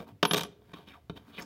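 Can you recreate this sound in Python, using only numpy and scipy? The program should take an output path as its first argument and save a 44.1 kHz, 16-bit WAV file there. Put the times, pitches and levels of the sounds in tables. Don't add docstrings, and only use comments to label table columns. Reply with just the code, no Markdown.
import sys
import numpy as np
from scipy import signal
from scipy.fft import rfft, irfft, next_fast_len
from scipy.io import wavfile

SR = 44100
rng = np.random.default_rng(int(sys.argv[2]) if len(sys.argv) > 2 else 0)


def int16_out(signal):
    q = np.round(np.clip(np.atleast_2d(signal).T, -1, 1) * 32767)
    wavfile.write(sys.argv[1], SR, q.astype(np.int16))


N = 63945
T = np.arange(N) / SR

# pitch_hz, level_db, t60_s
TABLE_MODES = [(170.6, -1.5, 0.12), (219.6, -8, 0.14), (291, -10, 0.12), (416.7, -4, 0.11),
               (477, -11.5, .12), (552.5, -16.5, .1), (696, -4.5, 0.09), (729.3, -15.5, 0.13),
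               (911, -8.5, 0.11), (1142, -9, .09), (1556, -8.5, 0.035), (2411, -11.5, 0.03),
               (3044, -13, 0.039), (3290, -11, 0.042), (3688, -2.5, 0.038), (4575, -26, .04),
               (5325, -14, 0.026), (6370, -30, .03)]
# start_s, rise_s, fall_s, level_db, from_hz, to_hz, resonance_db
STROKES = [(-.02, 0.02, 0.063, -43.5, 648, 504, 15), (0.06, 0.024, 0.044, -51, 1010, 720, 11),
           (.58, 0.14, .04, -61.5, 900, 900, -1), (0.733, 0.032, 0.12, -54.5, 1200, 560, 11.5),
           (.74, 0.017, 0.11, -56.5, 3380, 3400, 11.5), (0.86, 0.02, 0.1, -51.5, 3400, 1760, 12.5),
           (.9, 0.057, .05, -56, 2870, 475, 15), (1.153, 0.02, 0.016, -47.5, 3150, 3180, 8),
           (1.15, 0.014, 0.15, -59, 620, 1160, 4.5), (1.24, 0.066, 0.058, -54.5, 940, 2530, 2),
           (1.319, 0.061, 0.042, -48, 3480, 3300, 16.5), (1.375, 0.017, 0.017, -37, 2750, 1510, 18.5),
           (1.391, 0.027, 0.036, -46.5, 1470, 547, 7), (1.379, 0.046, 0.033, -47.5, 5280, 6700, 19),
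           (1.385, .017, .006, -51.5, 9300, 13100, 19.5)]
# frequency_hz, level_db
PAPER_SPECTRUM = [(60, -16), (200, 16), (500, 0.5), (1200, 1), (2000, -3), (3000, -9.5), (3700, -10.5),
                  (4400, -14), (6500, -21.5), (9000, -19), (16000, -15)]
# start_s, thud_db, click_db, click_attack_s
TAPS = [(.002, -33, -48.5, 0.00081), (.025, -44, -73, 0.0018), (0.107, -53, -65, .002),
        (.619, -47, -70.5, 0.0022), (0.695, -47, -71, .002), (0.7335, -35, -35.5, 0.0041),
        (0.79, -42, -65, 0.0018), (1.0968, -26, -39.5, 0.00081), (1.339, -52.5, -51, .002),
        (1.403, -35, -69, .002)]
# frequency_hz, level_db
CLICK_SPECTRUM = [(60, -22), (300, 15.5), (700, -16.5), (1150, 3), (2000, -8), (2450, -2), (3000, -12.5),
                  (3700, -5.5), (4600, -24), (6500, -26.5), (8500, -33), (11000, -29.5), (16000, -32.5)]
# start_s, level_db
BUMPS = [(0.108, -52), (1.098, -52.5), (1.396, -59)]
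# frequency_hz, level_db
BUMP_SPECTRUM = [(30, -26.5), (70, -4), (130, 3.5), (260, -11), (900, -48.5), (16000, -83)]
# start_s, clack_db, table_db, tick_db, low_ring_db, high_ring_db, angle_turns
CONTACTS = [(0.2284, -17, -19.5, -36.5, -46.5, -54.5, 0.1), (0.2511, -19.5, -62, -41.5, -36.5, -46, 0.089),
            (.3100, -23.5, -28, -41.5, -35.5, -40.5, .42), (0.334, -23, -27, -24.5, -50, -37, .17),
            (0.3435, -23.5, -35, -29, -56, -61, .17), (0.3599, -39.5, -29, -37, -58, -67, 0.17),
            (0.3678, -33, -31.5, -30, -49, -48.5, .1), (.3750, -41.5, -35.5, -32.5, -39, -51.5, 0.14),
            (0.3787, -31.5, -38, -33, -56, -45, .1), (0.383, -39, -50.5, -34.5, -40, -42.5, 0.11),
            (0.3937, -34.5, -45.5, -38, -64, -55, .1), (0.408, -49, -36.5, -35, -55.5, -55, 0.09),
            (0.4102, -33.5, -36.5, -41.5, -53, -55, .1), (0.422, -46, -52.5, -48.5, -53, -64, 0.11),
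            (0.4335, -35.5, -49, -36, -52, -65, 0.46), (0.448, -44, -42, -57, -62, -66, 0.41)]
# frequency_hz, level_db
CLACK_SPECTRUM = [(50, -54), (130, -4.5), (300, 2.5), (700, 1.5), (980, 0), (1170, 4.5), (1600, 1),
                  (2050, -4.5), (2450, -3.5), (3400, 1), (4100, -9), (5400, -11.5), (6600, -20.5),
                  (7600, -29.5), (16000, -24)]
# frequency_hz, level_db
TICK_SPECTRUM = [(100, -37.5), (2000, -12), (3500, 10), (5300, 5), (6500, 4), (7700, -4.5), (8400, 6),
                 (9000, -3), (9700, -2), (10500, -12.5), (11000, -2), (12000, -14), (13400, 2.5),
                 (14500, -7), (15500, -15.5)]
# start_s, level_db
SNAGS = [(0.739, -47), (.773, -54), (.785, -55), (.887, -43), (0.905, -52.5), (.920, -52), (.938, -52.5),
         (0.968, -60), (1.0973, -41), (1.173, -47)]
# frequency_hz, t60_s
ROOM_DECAY = [(150, 0.41), (400, 0.62), (1000, 0.37), (3000, 0.36), (7000, .24), (14000, 0.19)]
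# frequency_hz, gain_db
ROOM_COLOUR = [(100, -5.5), (300, -2.5), (1000, -9.5), (3000, -7.5), (7000, -4), (14000, -8)]
# frequency_hz, level_db
RUMBLE_SPECTRUM = [(25, -29), (50, -7), (80, 2), (130, -4), (250, -15), (600, -22), (1500, -30),
                   (3000, -32.5), (8000, -42), (15500, -39.5)]


def amp(db):
    return 10 ** (np.asarray(db) / 20)


def unit(x):
    return x / np.sqrt(np.mean(x ** 2) + 1e-20)


def along(points, hz):
    frequencies, values = np.transpose(points)
    return np.interp(np.log(hz + 1), np.log(frequencies + 1), values)


def filtered(x, response):
    size = next_fast_len(N + SR // 2)
    return irfft(rfft(x, size) * response(np.fft.rfftfreq(size, 1 / SR)), size)[..., :N]


def high_pass(x, hz):
    return signal.sosfilt(signal.butter(N=3, Wn=hz, btype="high", fs=SR, output="sos"), x)


def noise(spectrum):
    return unit(filtered(rng.standard_normal(N), lambda hz: amp(along(spectrum, hz))))


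def wood_noise(spectrum, lift_db=7.5, relative_half_width=0.04):
    def resonances(hz):
        peaks = [1 / (1 + ((hz / mode_hz - 1) / relative_half_width) ** 2) for mode_hz, *_ in TABLE_MODES]
        return amp(lift_db * np.max(peaks, axis=0))
    return unit(filtered(noise(spectrum), resonances))


def envelope(start, attack_s, hold_s, t60_s):
    t = T - start
    return np.clip(t / attack_s, 0, 1) * np.exp(-np.log(1000) * np.maximum(t - attack_s - hold_s, 0) / t60_s)


def struck(modes, start, scatter_db):
    first = max(round(start * SR), 0)
    out, t = np.zeros(N), T[:min(SR // 4, N - first)]
    for k, (hz, db, t60) in enumerate(modes):
        strength = (-1) ** k * amp(db + scatter_db * rng.standard_normal())
        decay = np.exp(-np.log(1000) * t / t60)
        out[first:first + len(t)] += strength * np.sin(2 * np.pi * hz * t) * decay
    return out


def paper_brushing(width_octaves=0.38, grain_db=3, grain_hz=504):
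    out = np.zeros(N)
    paper = wood_noise(PAPER_SPECTRUM)
    for start, rise, fall, db, from_hz, to_hz, resonance_db in STROKES:
        end = start + rise + fall
        hz, t, bands = signal.stft(np.roll(paper, rng.integers(N)), SR, nperseg=256)
        centre = np.interp(t, [start, end], np.log2([from_hz, to_hz]))
        octaves_off = np.log2(hz + 1)[:, None] - centre
        resonance = amp(resonance_db * np.exp(-0.5 * (octaves_off / width_octaves) ** 2))
        friction = signal.istft(bands * resonance, SR)[1][:N]
        stick_slip = amp(grain_db * np.interp(T * grain_hz, np.arange(N), rng.standard_normal(N)))
        swell = np.interp(T, [start, start + rise, end], [0, 1, 0])
        out += amp(db) * swell * unit(stick_slip * friction)
    return out


def finger_taps(corner_hz=282):
    soft_modes = [(hz, db - 10 * np.log10(1 + (hz / corner_hz) ** 1.5), 0.4 * t60)
                  for hz, db, t60 in TABLE_MODES]
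    out = np.zeros(N)
    for start, thud_db, click_db, attack_s in TAPS:
        out += amp(thud_db) * struck(soft_modes, start, scatter_db=0.85)
        click = envelope(start, attack_s, hold_s=0.002, t60_s=0.039) * wood_noise(CLICK_SPECTRUM)
        out += amp(click_db) * click
    return out


def arm_bumps():
    return sum(amp(db) * envelope(start, attack_s=0.018, hold_s=0.01, t60_s=0.32) * noise(BUMP_SPECTRUM)
               for start, db in BUMPS)


def coin_bounces(shared_power=0.39, settle_s=0.14, settle_hz=3560, settle_octaves=0.2, settle_db=2.5):
    out = np.zeros(N)
    shared, fresh, tick = wood_noise(CLACK_SPECTRUM), wood_noise(CLACK_SPECTRUM), noise(TICK_SPECTRUM)
    for start, clack_db, table_db, tick_db, *_ in CONTACTS:
        clack = np.sqrt(shared_power) * np.roll(shared, round(start * SR))
        clack += np.sqrt(1 - shared_power) * fresh
        out += amp(clack_db) * envelope(start, attack_s=0.00038, hold_s=0.0028, t60_s=0.03) * clack
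        out += amp(tick_db) * envelope(start, attack_s=0.0003, hold_s=0.0005, t60_s=0.022) * tick
        lift_db = settle_db * np.clip((start - CONTACTS[0][0]) / settle_s, 0, 1)
        modes = [(hz, db + lift_db * np.exp(-(np.log2(hz / settle_hz) / settle_octaves) ** 2), t60)
                 for hz, db, t60 in TABLE_MODES]
        out += amp(table_db) * struck(modes, start, scatter_db=2.0)
    return high_pass(out, hz=115)


def coin_ring(low_hz=10999, high_hz=13315, tumble_hz=9.5, catch_s=0.002, rest_s=0.472):
    out = np.zeros(N)
    ends = [contact[0] for contact in CONTACTS[1:]] + [rest_s]
    for (start, *_, low_db, high_db, angle_turns), end in zip(CONTACTS, ends):
        free_ring = envelope(start, attack_s=0.0003, hold_s=0, t60_s=1)
        damping = np.exp(-np.maximum(T - end, 0) / catch_s)
        angle = 2 * np.pi * (angle_turns + tumble_hz * (T - start))
        for hz, db, facing in (low_hz, low_db, np.cos(angle)), (high_hz, high_db, np.sin(angle)):
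            out += amp(db) * free_ring * damping * facing * np.sin(2 * np.pi * (hz * T + rng.random()))
    return out


def nail_snags(centre_hz=3800, width_octaves=0.44):
    upper_modes = [(hz, db - 10 * np.log10(1 + (np.log2(hz / centre_hz) / width_octaves) ** 4), t60)
                   for hz, db, t60 in TABLE_MODES]
    return sum(amp(db) * struck(upper_modes, start, scatter_db=3.5) for start, db in SNAGS)


def room(x, delay_s=0.0041, gain_db=-11):
    hz, t, bands = signal.stft(rng.standard_normal(SR // 2), SR, nperseg=256)
    decay = np.exp(-np.log(1000) * t / along(ROOM_DECAY, hz)[:, None])
    tail = signal.istft(bands * decay, SR)[1]
    tail *= np.clip(np.arange(len(tail)) / SR / delay_s - 0.5, 0, 1)
    wet = signal.fftconvolve(x, tail / np.linalg.norm(tail))[:N]
    return amp(gain_db) * filtered(wet, lambda hz: amp(along(ROOM_COLOUR, hz) + 0))


def scene(crossfade_s=0.1):
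    clatter, ring = coin_bounces(), coin_ring()
    knocks = finger_taps() + arm_bumps() + nail_snags()
    brushing = paper_brushing()
    into_room = clatter + amp(-7.5) * ring + amp(2.5) * knocks + brushing
    blend = np.pi / 2 * T / crossfade_s
    reverb = room(into_room * np.cos(blend)) + room(into_room * np.sin(blend))
    rumble = amp(-63) * noise(RUMBLE_SPECTRUM)
    return (clatter + ring + knocks + brushing + reverb + rumble)[None]


def record(dry, low_cut_hz=45, top_hz=15900):
    return filtered(high_pass(dry, low_cut_hz), lambda hz: hz < top_hz)


dry = scene()
out = record(dry)
int16_out(out)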